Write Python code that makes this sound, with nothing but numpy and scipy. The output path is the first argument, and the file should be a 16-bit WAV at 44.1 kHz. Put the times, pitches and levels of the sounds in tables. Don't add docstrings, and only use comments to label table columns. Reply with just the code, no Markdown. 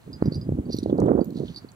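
import sys
import numpy as np
from scipy import signal
from scipy.fft import rfft, irfft
from scipy.io import wavfile
from scipy.ndimage import uniform_filter1d

SR = 44100
rng = np.random.default_rng(int(sys.argv[2]) if len(sys.argv) > 2 else 0)


def store_wav(level_fs):
    pcm = np.round(np.clip(np.atleast_2d(level_fs), -1, 1) * 32767)
    wavfile.write(sys.argv[1], SR, pcm.T.astype(np.int16))


N = 77175
T = np.arange(N) / SR

# frequency in Hz, level in dB, time to fade by 60 dB in seconds.
HIGH_BELL_MODES = [(4882, 0, .088), (5706, -7, .058), (8860, -24, .05), (11830, -22, .05)]
LOW_BELL_MODES = [(4600, 0, .065), (4450, -8, .04), (4220, -7, .04), (5790, -18, .04), (9980, -22, .07),
                  (11210, -26, .06), (13300, -24, .035)]
# frequency in Hz, spectral level in dB.
CLICK_COLOUR = [(1500, -38), (2800, -27.5), (3400, -11), (3850, 3.5), (4350, 3), (4800, -3.5),
                (5400, -12.5), (6200, -17.5), (7200, -14.5), (16000, -30.5)]


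def amp(db):
    return 10 ** (np.asarray(db) / 20)


def unit(x):
    return x / np.sqrt(np.mean(x ** 2) + 1e-20)


def fader(rows, column=1):
    rows = np.array(rows)
    return amp(np.interp(T, rows[:, 0], rows[:, column]))


def add(mix, start_s, sound):
    part = mix[..., max(round(start_s * SR), 0):][..., :sound.shape[-1]]
    part += sound[..., :part.shape[-1]]


def coloured(x, colour):
    hz, db = np.transpose(colour)
    freqs = np.fft.rfftfreq(N, 1 / SR)
    gain = amp(np.interp(np.log(freqs + 1), np.log(hz), db))
    return irfft(rfft(x) * unit(gain), N)


def wide_noise(colour, shared, envelope=1):
    white = rng.standard_normal((3, N))
    stereo = np.sqrt(shared) * white[0] + np.sqrt(1 - shared) * white[1:]
    return coloured(stereo * envelope, colour)


def steady_noise(colour):
    x = coloured(rng.standard_normal(N), colour)
    power = uniform_filter1d(uniform_filter1d(x ** 2, 700), 700)
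    return x / np.sqrt(abs(power) + 1e-3)


def wobble(rate_hz):
    rolloff = 1 + (np.fft.rfftfreq(N, 1 / SR) / rate_hz) ** 4
    return unit(irfft(rfft(rng.standard_normal(N)) / rolloff, N))


def flicker(depth_db, rate_hz):
    return unit(amp(depth_db * wobble(rate_hz)))


def bursts(rows, decay_s, column=1):
    out, t = np.zeros(N), T[:SR // 10]
    for row in rows:
        add(out, row[0], amp(row[column]) * np.exp(-t / decay_s))
    return out


def lake_air():
    # frequency in Hz, spectral level in dB.
    hush_colour = [(20, -18.5), (100, -0.5), (300, -8.5), (600, -10), (1000, -14), (2000, -21.5),
                   (3200, -24.5), (5000, -34), (7500, -26.5), (10000, -30.5), (15500, -32)]
    return amp(-56) * wide_noise(hush_colour, shared=0.158)


def cloth():
    # time in seconds, level in dB.
    rustle_levels = [(0, -72.5), (.16, -64.5), (.21, -55.5), (.30, -56), (.37, -69), (1.40, -74.5),
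                     (1.62, -60.5), (1.75, -68.5)]
    # frequency in Hz, spectral level in dB.
    rustle_colour = [(400, -17), (900, 2), (1600, -1.5), (2300, -7), (3500, -37), (8000, -41)]
    return wide_noise(rustle_colour, shared=0.56, envelope=fader(rustle_levels))


def buffet(db, hz, softness):
    t = np.arange(-.03, .03, 1 / SR)
    swing = ((1 - 2j * np.pi * hz * t / softness) ** -(softness + 1)).imag
    return amp(db) * swing / abs(swing).max()


def wind():
    # frequency in Hz, spectral level in dB.
    rumble_colour = [(15, -52), (30, -32.5), (55, -4.5), (85, 1), (150, 5.5), (220, -15.5), (400, -34),
                     (1000, -66)]
    flutter_colour = [(70, -35.5), (150, 2.5), (230, 7.5), (350, -0.5), (480, -9.5), (650, -17),
                      (1000, -28.5), (1600, -43), (3000, -83)]
    gust_colour = [(150, -12.5), (290, 15), (470, 11), (640, 0), (900, -9), (1400, -17.5), (2200, -40.5),
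                   (4000, -62)]
    # time in seconds, rumble in dB, flutter in dB.
    bed_levels = [(0, -79.5, -77.5), (.055, -57.5, -59), (.08, -43.5, -37.5), (.155, -43, -44.5),
                  (.195, -49, -48), (.225, -37.5, -37), (.28, -23.5, -26), (.305, -42.5, -37.5),
                  (.38, -29.5, -36), (.445, -39.5, -42.5), (.485, -29, -39.5), (.54, -24.5, -33.5),
                  (.595, -42.5, -25.5), (.625, -46.5, -40), (.69, -39, -26.5), (.72, -37, -37.5),
                  (.81, -36.5, -41), (.90, -34.5, -27.5), (.96, -35.5, -27), (1.04, -24, -23),
                  (1.075, -26, -24.5), (1.10, -30.5, -23.5), (1.215, -35.5, -28.5), (1.245, -48.5, -43.5),
                  (1.27, -39.5, -30.5), (1.335, -49, -39), (1.41, -39.5, -29), (1.485, -41, -46),
                  (1.51, -36, -36), (1.545, -54, -57), (1.575, -50, -43.5), (1.60, -57, -61.5),
                  (1.635, -47, -47.5), (1.75, -58, -68.5)]
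    # time in seconds, level in dB.
    gust_levels = [(0, -78), (.8, -76.5), (.9, -32.5), (.96, -32), (1.0, -21), (1.1, -19.5), (1.17, -24.5),
                   (1.225, -24), (1.25, -46.5), (1.75, -70)]
    # centre in seconds, level in dB, pitch in Hz, softness.
    buffets = [(0.2247, -7, 223.5, 2.59), (.259, -14.5, 199, 2.35), (.277, -14, 169.6, 2.45),
               (0.284, -14, 186, 11.3), (0.322, -18.5, 257.5, 3.68), (0.379, -22, 129, 2.9),
               (0.471, -22.5, 220, 5.2), (0.492, -12.5, 185.5, 1.57), (0.523, -15, 150.4, 1.064),
               (0.588, -13.5, 194, 2.26), (0.594, -20.5, 72.2, 5.9), (0.702, -19.5, 302, 3.67),
               (0.7458, -14.5, 245, 4.69), (.788, -17, 238.3, 5.4), (.831, -16, 256.5, 12.1),
               (0.861, -11.5, 351.5, 4.13), (.898, -14.5, 344, 5), (0.929, -11.5, 314.7, 9.5),
               (0.987, -10.5, 396, 4.7), (.994, -12.5, 386.5, 23), (1.019, -13, 363, 1.75),
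               (1.049, -16.5, 232, 2.4), (1.059, -13.5, 320, 2.7), (1.085, -10.5, 425.4, 4.06),
               (1.1174, -6.5, 367.7, 3.6), (1.1528, -7.5, 301, 5.4), (1.178, -20, 446.7, 2.44),
               (1.194, -15, 351, 3.1), (1.215, -10, 279, 5.9), (1.359, -22, 236, 6.27),
               (1.404, -15.5, 324, 8.23), (1.437, -19.5, 317, 7.6), (1.648, -29.5, 307, 7.6)]
    # centre in seconds, level in dB, pitch in Hz.
    snaps = [(.2247, -18, 808), (1.02, -28.5, 940), (1.088, -29.5, 1050), (1.118, -27.5, 882)]
    # time in seconds, left fader relative to right in dB.
    pan = [(0, -4.5), (.22, -3.2), (.55, -1.1), (.75, -3.2), (1.03, -4), (1.12, -7), (1.22, -9), (1.3, -4),
           (1.42, -6.2), (1.75, -3.5)]
    snap_softness, low_cut_hz, left_dull_hz = 4.14, 32.6, 620
    x = steady_noise(rumble_colour) * fader(bed_levels)
    x += steady_noise(flutter_colour) * fader(bed_levels, column=2)
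    x += steady_noise(gust_colour) * fader(gust_levels) * flicker(depth_db=2.5, rate_hz=110)
    x *= flicker(depth_db=2.2, rate_hz=70)
    for centre_s, db, hz, softness in buffets + [(*snap, snap_softness) for snap in snaps]:
        knock = buffet(db, hz, softness)
        add(x, centre_s - len(knock) / 2 / SR, knock)
    x = signal.sosfilt(signal.butter(2, low_cut_hz, "high", fs=SR, output="sos"), x)
    left = signal.lfilter(*signal.butter(1, left_dull_hz, fs=SR), x)
    balance = fader(pan)
    return np.array([left * balance, x]) * 2 / (1 + balance)


def with_reflections(x):
    t, t60_s, echo_db = T[:SR // 3], 0.193, -13
    tail = rng.standard_normal((2, len(t))) * np.exp(-np.log(1000) * t / t60_s)
    tail /= np.linalg.norm(tail[0])
    return x + amp(echo_db) * signal.fftconvolve(x, tail, axes=1)[:, :N]


def ring(modes, level_db, overtones_db=0, favoured_hz=0, detune=0, damping=1):
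    favour_db, spread_rad, rise_s = 11.5, 0.22, 0.00036
    t, out = T[:SR // 5], 0
    favoured = np.argmin([abs(hz - favoured_hz) for hz, _, _ in modes])
    for k, (hz, db, t60) in enumerate(modes):
        grip, spread = rng.standard_normal(2)
        phase = 2 * np.pi * (hz * (1 + detune * grip) * t + rng.random())
        stereo_phase = phase + np.array([[0], [spread_rad * spread]])
        if k > 0:
            db += overtones_db + favour_db * (k == favoured)
        decay = np.exp(-np.log(1000) * damping * t / t60)
        out = out + amp(level_db + db) * decay * np.sin(stereo_phase)
    roughness = 1 + 0.16 * wobble(rate_hz=345)[:len(t)]
    return out * roughness * (1 - np.exp(-t / rise_s))


def rod_clip():
    # start in seconds, body in dB, treble in dB.
    clicks = [(.766, -42, -44), (0.7862, -32, -41.5), (.832, -35, -66), (0.837, -37.5, -52.5),
              (.980, -49, -52), (1.0017, -48.5, -40), (1.060, -67, -51), (1.245, -56.5, -48.5),
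              (1.256, -56.5, -54), (1.306, -52, -56), (1.349, -46, -63.5), (1.369, -39.5, -64.5),
              (1.378, -46, -60), (1.386, -40, -51), (1.397, -47.5, -53), (1.482, -49.5, -67.5),
              (1.718, -60.5, -51)]
    # start in seconds, level in dB.
    knocks = [(.897, -49), (1.063, -54), (1.456, -52.5), (1.481, -43.5)]
    pings = [(.7305, -58), (0.7499, -44.5), (0.767, -43.5), (1.2444, -44.5), (1.304, -53.5)]
    # frequency in Hz, level in dB, time to fade by 60 dB in seconds.
    spring_modes = [(13700, 0, 0.028), (13430, -1, 0.02)]
    # time in seconds, level in dB.
    scrape_levels = [(0, -70), (.66, -77), (.72, -58), (.80, -59.5), (.85, -64), (.91, -63.5), (.96, -86),
                     (1.31, -73.5), (1.37, -57.5), (1.42, -64.5), (1.50, -55), (1.53, -58.5), (1.58, -66),
                     (1.63, -67.5), (1.75, -81.5)]
    # frequency in Hz, spectral level in dB.
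    treble_colour = [(2000, -35.5), (4500, -8.5), (6500, 4.5), (8000, 2), (11500, -10), (14000, -21),
                     (16000, -18)]
    knock_colour = [(2400, -25.5), (3100, 1.5), (3550, -0.5), (4200, -17), (9000, -41)]
    scrape_colour = [(2000, -11), (3200, -7), (4300, 1), (5200, -11), (6200, -7), (7500, -27), (15000, -28)]
    click_decay_s = 0.001665
    out = wide_noise(CLICK_COLOUR, shared=0.98, envelope=bursts(clicks, click_decay_s))
    out += wide_noise(treble_colour, shared=0.14, envelope=bursts(clicks, click_decay_s, column=2))
    out += wide_noise(knock_colour, shared=0.894, envelope=bursts(knocks, decay_s=0.0072))
    for start_s, db in pings:
        add(out, start_s, ring(spring_modes, db, detune=.006))
    friction = fader(scrape_levels) * flicker(depth_db=3, rate_hz=250)
    return out + wide_noise(scrape_colour, shared=0.79, envelope=friction)


def rolling_pellets():
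    # start in seconds, length in seconds, level in dB.
    rolls = [(0.31, 0.049, -53.5), (0.703, 0.0553, -49), (1.355, 0.035, -65), (1.555, 0.042, -52)]
    taps_per_s = 700
    out = np.zeros((2, N))
    for start_s, length_s, db in rolls:
        size = round(length_s * SR)
        taps = rng.standard_normal(size) * (rng.random(size) < taps_per_s / SR)
        taps *= np.sqrt(np.hanning(size))
        choked_ring = ring(LOW_BELL_MODES + HIGH_BELL_MODES, level_db=0, damping=3.5)
        rattle = signal.fftconvolve(taps[None], choked_ring, axes=1)
        add(out, start_s, amp(db) * rattle / (rattle[:, :size].std() + 1e-12))
    return out


def bell(strikes, modes, detune):
    tick = amp(-11.5) * bursts(strikes, decay_s=0.001)
    buzz = amp(-16.5) * bursts(strikes, decay_s=0.0062)
    out = wide_noise(CLICK_COLOUR, shared=0.85, envelope=tick + buzz)
    for start_s, db, overtones_db, favoured_hz in strikes:
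        add(out, start_s, ring(modes, db, overtones_db, favoured_hz, detune))
    return out


def bell_pair():
    # start in seconds, level in dB, overtone trim in dB,
    # favoured overtone in Hz.
    high_strikes = [(.1305, -37, -32, 8860), (.238, -53, -20.5, 5700), (.2568, -43.5, 0.5, 11830),
                    (.353, -39.5, 0, 8860), (.413, -42, -21.5, 8860), (.708, -46, -7, 5700),
                    (.721, -43, -9.5, 5700), (.730, -49, 9.5, 5700), (.772, -51.5, 5, 5700),
                    (.7866, -49, 16.5, 8860)]
    low_strikes = [(.16, -58.5, -3.5, 4450), (.216, -56.5, -2.5, 4220), (.3232, -37.5, -22, 4220),
                   (.345, -38, -10.5, 9980), (.655, -55.5, -15, 4450), (.696, -52, -9.5, 4450),
                   (.7225, -33.5, -9, 11210), (.730, -32, -8, 9980), (.766, -42, -2.5, 4220),
                   (.835, -56, 9.5, 11210), (1.209, -46, -29.5, 4450), (1.545, -44, -16.5, 4450),
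                   (1.561, -32, -18.5, 9980), (1.573, -37, -9.5, 9980), (1.584, -41.5, -6.5, 11210),
                   (1.687, -50, -3, 4220)]
    high = bell(high_strikes, HIGH_BELL_MODES, detune=.001)
    return high + bell(low_strikes, LOW_BELL_MODES, detune=.006)


def scene():
    metal = bell_pair() + rolling_pellets() + rod_clip()
    rustle = cloth()
    pan_right = amp([[-1.75], [1.75]])
    return (with_reflections(metal) + rustle) * pan_right + wind() + lake_air()


def record(dry):
    left_lag_s, high_cut_hz = 0.00019, 15850
    delay = np.exp(-2j * np.pi * np.fft.rfftfreq(2 * N, 1 / SR) * left_lag_s)
    left = irfft(rfft(dry[0], 2 * N) * delay)[:N]
    lowpass = signal.firwin(511, high_cut_hz, window=("kaiser", 9), fs=SR)
    return signal.oaconvolve(np.array([left, dry[1]]), lowpass[None], "same")


dry = scene()
out = record(dry)
store_wav(out)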